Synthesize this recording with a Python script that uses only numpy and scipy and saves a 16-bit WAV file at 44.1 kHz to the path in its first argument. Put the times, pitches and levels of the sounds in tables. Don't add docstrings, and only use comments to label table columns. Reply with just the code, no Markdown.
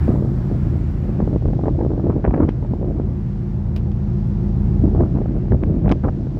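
import sys
import numpy as np
from scipy import signal
from scipy.fft import rfft, irfft
from scipy.io import wavfile
from scipy.ndimage import uniform_filter1d, minimum_filter1d

SR = 44100
rng = np.random.default_rng(int(sys.argv[2]) if len(sys.argv) > 2 else 0)


def master_out(mix):
    frames = np.transpose(np.atleast_2d(mix))
    ceiling = np.clip(frames, -1, 1)
    pcm = np.round(ceiling * 32767).astype(np.int16)
    wavfile.write(sys.argv[1], SR, pcm)


N = 281799
T = np.arange(N) / SR


def undb(db):
    return 10 ** (np.asarray(db) / 20)


def unit(x):
    return x / np.sqrt(np.mean(x ** 2))


def curves(table):
    s, *columns = np.transpose(table)
    return [np.interp(T, s, c) for c in columns]


def lowpass(x, hz, order):
    return signal.sosfiltfilt(signal.butter(order, hz, fs=SR, output="sos"), x)


def band(x, lo_hz, hi_hz, order=2):
    return signal.sosfilt(signal.butter(order, [lo_hz, min(hi_hz, .45 * SR)], "band", fs=SR, output="sos"), x)


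def coloured(spectrum):
    hz, db = np.transpose(spectrum)
    f = np.maximum(np.arange(N // 2 + 1) * SR / N, 1)
    gain = undb(np.interp(np.log(f), np.log(hz), db, left=-120, right=-120))
    return unit(irfft(rfft(rng.standard_normal(N)) * gain, N))


def walk(rate_hz):
    k = int(SR / rate_hz)
    steps = np.repeat(rng.standard_normal(N // k + 1), k)
    return unit(uniform_filter1d(uniform_filter1d(steps, k), k)[:N])


def burst(lo_hz, hi_hz, envelope, strike=0):
    push = rng.standard_normal(envelope.shape) * envelope
    push = push + strike * (np.arange(envelope.shape[-1]) == 0)
    x = band(push, lo_hz, hi_hz, order=4)
    return x / np.abs(x).max(axis=-1, keepdims=True)


def add(out, s, x):
    i = int(s * SR)
    out[i:i + len(x)] += x[:N - i]


def engine(engine_db, boom_db, shade_db):
    # order (multiple of the cycle rate), level_db [dB rms]
    orders = [(6, -35.6), (7, -27.7), (8, -48.4), (9, -41.1), (10, -43.6), (11, -28.6), (12, -39.5),
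              (13, -36.2), (14, -33.0), (15, -40.1), (16, -33.0), (17, -27.9), (18, -34.8), (19, -30.9),
              (20, -41.1), (21, -32.6), (23, -38.7), (24, -34), (25, -38.7), (26, -39.2), (27, -44.3),
              (28, -31.6), (29, -34.6), (30, -44.9), (31, -41.2), (32, -39.5), (33, -47.7), (34, -45.7),
              (36, -50.8), (44, -50.8), (46, -47.8), (49, -50.4), (50, -42.6), (51, -48.9), (54, -49.2)]
    # pitch_hz [Hz], level_db [dB rms]
    auxiliary = [(76.31, -34.5), (354.4, -47.5)]
    cycle_hz, cycle_start_s = 7.029, .09
    boom_hz, boom_octaves, shade_hz = 137, .16, 165
    turn = 2 * np.pi * cycle_hz * (T - cycle_start_s)
    out = 0
    for k, db in orders:
        order_hz = k * cycle_hz
        boom = np.exp(-(np.log2(order_hz / boom_hz) / boom_octaves) ** 2)
        waver_rad = .008 * k * walk(1.5)
        colour_db = boom * boom_db + (order_hz > shade_hz) * shade_db
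        gain = undb(db + engine_db + colour_db + .8 * walk(2.5))
        stagger_rad = .4 * (k - 6.5) ** 2
        out = out + gain * np.cos(k * turn - stagger_rad + waver_rad)
    for hz, db in auxiliary:
        out = out + undb(db + engine_db) * np.cos(2 * np.pi * hz * T - 2.3)
    return np.sqrt(2) * out


def eddy_levels():
    # time_s [s], middle_db [dB]
    breeze = [(0, -38), (.3, -30.5), (.75, -33.5), (1.1, -33), (1.3, -32), (2.4, -30), (2.55, -35.5),
              (3.0, -31.5), (3.3, -44.5), (4.5, -56.5), (4.8, -32.5), (5.3, -32), (5.8, -31), (6.0, -34),
              (6.15, -33.5), (6.39, -34)]
    # start_s [s], length_s [s], middle_db [dB], large_db, small_db [dB over middle]
    buffets = [(0.078, 0.066, -17, -3, -23.5), (0.146, 0.13, -24.5, 3.5, -24), (1.201, 0.029, -18, 5, -21),
               (1.283, 0.055, -24, 12, -23.5), (1.33, 0.042, -21, 12, -18), (1.408, 0.036, -38.5, 8.5, -19),
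               (1.443, 0.044, -27.5, 15, -34), (1.585, 0.065, -25.5, 8.5, -37), (1.66, 0.046, -20, -5, -20),
               (1.708, 0.034, -25.5, 12.5, -31), (1.785, 0.084, -20.5, 0.5, -32),
               (1.894, 0.062, -25, -9, -23), (1.966, 0.045, -33, -17, -13), (2.041, 0.051, -21, 4, -27),
               (2.101, 0.03, -21, 5, -10.5), (2.137, 0.068, -22.5, 8, -34), (2.245, 0.016, -23, 3.5, -5),
               (2.275, 0.071, -20.5, 9.5, -17.5), (2.336, 0.013, -26, 0.5, -1),
               (2.349, 0.066, -22.5, -2, -18), (2.402, 0.044, -19.5, 4, -11.5),
               (2.444, 0.031, -25.5, 10, -25), (2.487, 0.0038, -18.5, -5.5, -6.5),
               (2.628, 0.042, -28, -2, -25), (2.699, 0.029, -26.5, 9.5, -30), (2.798, 0.13, -30, -12, -38),
               (2.956, 0.068, -28.5, 1, -22), (4.836, 0.064, -23, 4, -28), (4.944, 0.058, -20, 3.5, -23),
               (4.994, 0.069, -18, 4, -21), (5.148, 0.032, -19, 2.5, -21), (5.198, 0.034, -27, -1, -24),
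               (5.348, 0.054, -27, 7, -18.5), (5.451, 0.032, -31, 12.5, -27),
               (5.513, 0.045, -18, 12.5, -31), (5.624, 0.01, -30, 7, -10), (5.668, 0.19, -28.5, 10, -32),
               (5.839, 0.07, -22, 13, -20), (5.898, .02, -25, 7.5, -5), (5.908, 0.021, -13.5, -3, -16),
               (6.038, 0.028, -20, 10, -9.5), (6.078, 0.016, -21.5, 1.5, -7)]
    rise_s, fall_s, sag_db = .007, .0095, -5.5
    breeze_large_db, breeze_small_db = 6.5, -28
    breeze_db = curves(breeze)[0] + np.array([[0], [breeze_large_db], [breeze_small_db]])
    power = undb(2 * breeze_db)
    for s, length_s, db, large_db, small_db in buffets:
        end_s = s + length_s
        near = slice(int((s - rise_s) * SR), int((end_s + fall_s) * SR))
        corners_s = [s - rise_s, s, end_s, end_s + fall_s]
        shape_db = np.interp(T[near], corners_s, [-30, 0, sag_db, sag_db - 30.5])
        power[:, near] += undb(2 * (db + shape_db + np.array([[0], [large_db], [small_db]])))
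    return 10 * np.log10(power)


def wind(family_db):
    # centre_hz [Hz], level_db [dB over family], family [0 middle, 1 large, 2 small]
    eddies = [(42, -11, 1), (74.7, -6, 1), (140.5, -6, 1), (267.6, 0.6, 0), (514, -11.5, 0), (945, -3.5, 2),
              (1700, -24.5, 2)]
    rate_per_s, scatter_db, flutter_db, port_hz = 420, 1.2, 2.06, 30.7
    attached_db = -1.5 * np.maximum(-33 - family_db[0], 0)
    common = undb(attached_db + flutter_db * walk(45))
    breaking = (rng.random(N) < rate_per_s / SR) * rng.standard_normal(N)
    breaking = breaking * undb(scatter_db * rng.exponential(size=N))
    out = 0
    for hz, db, family in eddies:
        bumps = breaking + (rng.random(N) < rate_per_s / SR) * rng.standard_normal(N)
        gain = common * undb(db + family_db[family])
        size = signal.butter(2, [hz / 1.4, hz * 1.4], "band", fs=SR, output="sos")
        level = np.std(signal.sosfiltfilt(size, bumps[:N // 2]))
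        out = out + signal.sosfiltfilt(size, bumps * gain) / level
    return signal.sosfilt(signal.butter(4, port_hz, "high", fs=SR, output="sos"), out)


def slaps(wind_db):
    # start_s [s], level_db [dB], crackle_db, thump_db [dB over level]
    strong = [(0.079, -20.5, -23, 13), (0.116, -20.5, -36, 10.5), (0.155, -21, -32, 1),
              (0.222, -24.5, -33, 15), (0.247, -26.5, -27, 15), (0.44, -33, -27, 2),
              (0.512, -31, -23, 19.5), (1.091, -30.5, -34, 18), (1.2, -13, -35, 2.5), (1.218, -26, -32, 9),
              (1.274, -19, -28.5, 11), (1.334, -33, -22.5, 5), (1.359, -22.5, -24, 16),
              (1.421, -27, -27, 9.5), (1.454, -20.5, -27, 11.5), (1.483, -26, -23, 14),
              (1.5, -25.5, -32, 12.5), (1.531, -18.5, -31, 6), (1.59, -17, -46.5, 3.5), (1.61, -28, -30, 6),
              (1.635, -18.5, -35, 6), (1.642, -27, -33, 4), (1.655, -18, -22, 5), (1.666, -22, -30, 1),
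              (1.68, -11.5, -31, 7.5), (1.689, -24, -23, 9), (1.788, -20, -33, 6), (1.809, -14, -42, 2.5),
              (1.832, -24, -28, 6), (1.847, -19.5, -32, 11), (1.862, -25.5, -35, 19),
              (1.903, -25, -24, 14.5), (1.915, -24.5, -30, 9), (1.977, -27.5, -34, 17),
              (1.994, -23.5, -30, 10), (2.04, -29, -26, 17), (2.066, -24, -39, 17), (2.081, -27.5, -34, 10),
              (2.095, -26, -33, 22), (2.162, -24, -39, 16), (2.241, -19, -12, -3), (2.2485, -9.5, -15.5, 3),
              (2.255, -25, -11, -6), (2.261, -17.5, -15, -1), (2.276, -18, -25, 11),
              (2.307, -17.5, -26, -2), (2.338, -12, -18.5, 2.5), (2.342, -21, -14, 2),
              (2.345, -21, -9, -1.5), (2.361, -21, -20, 6), (2.376, -20, -18, 14), (2.381, -21, -22.5, 3),
              (2.404, -16.5, -17, 2), (2.418, -25, -22, 2), (2.431, -18, -21, 2), (2.488, -16.5, -12, 3),
              (2.624, -26, -36, 6), (2.647, -23, -28, -5), (2.708, -40, -35, 10), (2.734, -17.5, -45, 5.5),
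              (2.827, -28.5, -29, 16.5), (2.843, -27.5, -38, 12), (2.865, -38, -31, 5),
              (2.907, -26, -35.5, 13.5), (2.916, -30, -28, 16.5), (2.997, -21, -34, 13.5),
              (3.762, -27.5, -25, -3), (4.947, -21, -38, 14.5), (4.961, -24, -32, 6),
              (4.976, -22.5, -38, 4), (4.996, -24, -36, 9), (5.006, -11.5, -29, 3.5), (5.032, -19, -39, 6),
              (5.159, -21.5, -32, -4), (5.171, -23, -24.5, -1), (5.184, -22, -29, 9),
              (5.215, -24, -29, 15.5), (5.256, -20, -34, 3), (5.287, -34, -27, 4), (5.363, -25.5, -35, 9),
              (5.454, -28.5, -26, 2), (5.481, -31, -21, 12), (5.519, -14, -19.5, 3), (5.53, -17, -27, 14),
              (5.544, -22.5, -35, 12.5), (5.628, -27, -30, 14), (5.634, -20, -4.5, 10),
              (5.843, -25.5, -30, 9), (5.858, -17.5, -25, 7), (5.866, -25, -20, 8), (5.878, -13, -22, 1),
              (5.899, -14, -19, -7), (5.913, -16, -6, 8), (5.92, -11.5, -12, 6), (6.042, -26, -22, 12),
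              (6.048, -18.5, -25, 9), (6.052, -26, -28, 7), (6.071, -25, -38, 16), (6.086, -17, -26, -3),
              (6.092, -26, -26, 7), (6.268, -29, -32, 14), (6.37, -33, -25, 14)]
    weak_per_s, weak_db, weak_crackle_db, weak_thump_db = 25, -9, -28.5, 9
    lag_s, ragged_db = .002512, -9.5
    out, t = np.zeros(N), np.arange(1024) / SR - .006
    gap, size = rng.exponential(size=(400, 2)).T
    times = np.cumsum(gap) / weak_per_s
    weak = [(s, wind_db[int(s * SR)] + weak_db - 5 * e, weak_crackle_db, weak_thump_db)
            for s, e in zip(times, size) if .01 < s < T[-1]]
    s, db, crackle_db, thump_db = np.array(list(strong) + weak).T[:, :, None]
    skew, pitch = rng.standard_normal((len(s), 2)).T[:, :, None]

    def part(hz, half_length_s):
        wave = np.cos(2 * np.pi * hz * (1 + .08 * pitch) * t + .53 * skew)
        return wave * np.exp(-(t / half_length_s) ** 2)

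    jolts = .77 * undb(thump_db) * part(318, .0014415)
    jolts = jolts + .61 * part(696, .001302)
    jolts = jolts + .32 * undb(crackle_db / 2) * part(1480, .00093)
    jolts = jolts + undb(crackle_db) * part(1850, .0004371)
    wake = np.ones_like(s) * (t > 0) * np.exp(-t / .0029)
    jolts = jolts + undb(ragged_db) * burst(300, 1100, wake)
    for start_s, jolt in zip(s[:, 0], undb(db) * jolts):
        add(out, start_s + lag_s + t[0], jolt)
    return out


def clicks():
    # start_s [s], level_db [dB], treble_db, top_db [dB over level], decay_s [s to -60 dB],
    # tail_db [dB over click envelope], knock_hz [Hz], knock_db [dB over level]
    ticks = [(2.2428, -44, -13, -40, .006, -23, 2300, 5), (2.2772, -44.5, -14, -37, .006, -24, 2300, 2),
             (2.3102, -48, -17, -36, .006, -28, 2300, 5), (2.43, -50, -25, -45, .006, -27, 1700, 18),
             (2.4898, -32.5, -11, -42, 0.0074, -11.5, 1600, 5),
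             (3.7628, -32.5, 0, -12, 0.01, -12, 2500, -12), (3.765, -34.5, -9, -18, 0.015, -11, 2500, -16),
             (3.7777, -41, -7, -16, .01, -15, 2500, -11), (3.917, -42, -5, -40.5, .011, -23, 2500, -11),
             (5.5203, -43.5, -15, -41, .006, -26, 1700, 18), (5.6354, -38, -19, -43, .006, -21, 1750, 11),
             (5.8748, -44, -7, -34, .006, -24, 2600, -6), (5.8795, -48, -20, -40, .006, -25, 2300, 11.5),
             (5.893, -29, -11, -29, .009, -16, 2500, -4), (5.9002, -38, -19, -35, .008, -24, 1800, -1),
             (5.9148, -24, -7, -40, 0.0069, -27.5, 2200, 8),
             (5.9216, -17.5, -9.5, -40, 0.006, -37, 1100, 3),
             (6.0418, -52, -30.5, -43, .008, -25, 1500, 27.5),
             (6.046, -52, -30, -44, .008, -24.5, 1350, 25), (6.086, -55, -32, -45, .008, -25, 1600, 24)]
    strike, tail_t60_s, knock_t60_s, knock_rise_s = 4, .11, .011, .00036
    out, t = np.zeros(N), np.arange(4096) / SR

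    def decay(t60_s):
        return np.exp(-np.log(1000) * t / t60_s)

    for s, db, treble_db, top_db, t60_s, tail_db, knock_hz, knock_db in ticks:
        shape = decay(t60_s) + undb(tail_db) * decay(tail_t60_s)
        treble = burst(3000, 5600, shape, strike) + .16 * burst(6000, 8600, shape, strike)
        knock = np.sin(2 * np.pi * knock_hz * t) * decay(knock_t60_s) * (1 - np.exp(-t / knock_rise_s))
        click = burst(830, 3200, shape, strike) + undb(knock_db) * knock + undb(treble_db) * treble
        click = click + undb(top_db) * burst(10000, 15500, shape, strike)
        add(out, s, undb(db) * click)
    return out


def ventilation(vent_db, low_db, top_db):
    # pitch_hz [Hz], level_db [relative dB per Hz]
    spectrum = [(330, -17.5), (420, 3.5), (600, -3), (800, -3), (1100, -10), (2000, -18), (3000, -25),
                (3600, -52)]
    roar = coloured(spectrum)
    roar = roar / np.std(band(roar, 900, 2800, order=4))
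    roar = roar + (undb(low_db) - 1) * lowpass(roar, 1000, 2)
    top = signal.sosfiltfilt(signal.butter(4, 2000, "high", fs=SR, output="sos"), roar)
    roar = roar + (undb(top_db) - 1) * top
    return roar * undb(vent_db + .5 * walk(8.9))


def wake_hiss(wake_db):
    # pitch_hz [Hz], level_db [relative dB per Hz]
    wake = [(900, -6.5), (1500, -2.5), (2500, -8), (3200, 3.5), (5500, 0), (7600, -9.5), (8600, -26)]
    # pitch_hz [Hz], level_db [relative dB per Hz]
    air = [(7000, 0.5), (8200, -5.5), (10500, -9), (12500, -5.5), (15000, -14.5), (16000, -4.5)]
    air_db = -78 + 1.5 * (wake_db + 66)
    hiss = coloured(wake) * undb(wake_db + 1.2 * walk(3.2))
    return hiss + coloured(air) * undb(air_db + .4 * walk(11))


def hull(engine_db):
    # pitch_hz [Hz], level_db [relative dB per Hz]
    spectrum = [(28, -29), (45, -10), (120, -4.5), (200, -13), (250, -16), (290, -14.5), (330, -18),
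                (375, -19), (400, -27), (520, -37)]
    hull_db, swell_db = -29, 1.8
    rumble = coloured(spectrum)
    below = [0] + [lowpass(rumble, hz, 3) for hz in (95, 165, 260)] + [rumble]
    strands = [(upper - lower) * undb(swell_db * walk(5)) for lower, upper in zip(below, below[1:])]
    return unit(sum(strands)) * undb(hull_db + engine_db)


def scene():
    # [dB gain, top of the roar]
    facing = [(.05, -58, -41, 4, -15, -1, -9.5, -5), (.22, -61.5, -49.5, 0, -4, 7.5, -1.5, -8),
              (.45, -61.5, -46, 0, -8.5, 1.5, -1.5, -7.5), (.7, -61.5, -46.5, 0.3, -14.5, 3, -2, -2.5),
              (1.0, -62, -49, -1.5, -7, -2.5, -1, -1.5), (1.22, -63, -51, -0.9, 1.5, 7, 3.5, 0.5),
              (1.4, -65.5, -55.5, -1.5, -5.5, 3, -11, 1.8), (2.2, -68.5, -54, -4.5, 0, 5.5, -2.5, -2),
              (2.54, -66.5, -54.5, -2, -0.5, -0.5, -4, -0.5), (2.98, -67, -55, -1.5, 4.5, -0.2, -1.5, .1),
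              (3.3, -65.5, -53.5, -2, -1, -1.2, 0.8, -0.5), (3.69, -67, -56, 0, 6, -3, -0.8, -0.5),
              (4.2, -65, -53.5, 0.5, 3.5, 0.8, 1.7, .1), (4.8, -65.5, -54, 4, 6, -3.4, -0.5, 0.3),
              (5.2, -66.5, -53, -0.5, -4.5, 1.7, 0.4, 0.3), (6.05, -67.5, -55, -2.5, -3.5, 0.5, -1.8, 0.5),
              (6.39, -66, -55.5, -3.5, -2, 6.5, -2.5, .1)]
    wake_db, vent_db, engine_db, low_db, boom_db, shade_db, top_db = curves(facing)
    eddies_db = eddy_levels()
    out = engine(engine_db, boom_db, shade_db)
    out = out + wind(eddies_db) + slaps(eddies_db[0]) + clicks()
    out = out + ventilation(vent_db, low_db, top_db) + wake_hiss(wake_db) + hull(engine_db)
    return out[None]


def record(dry):
    ceiling, window, top_hz = .7, 441, 15760
    gain = np.minimum(1, ceiling / (np.abs(dry) + 1e-9))
    gain = uniform_filter1d(minimum_filter1d(gain, size=window), size=window)
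    return signal.sosfilt(signal.ellip(10, .2, 70, top_hz, fs=SR, output="sos"), dry * gain)


dry = scene()
out = record(dry)
master_out(out)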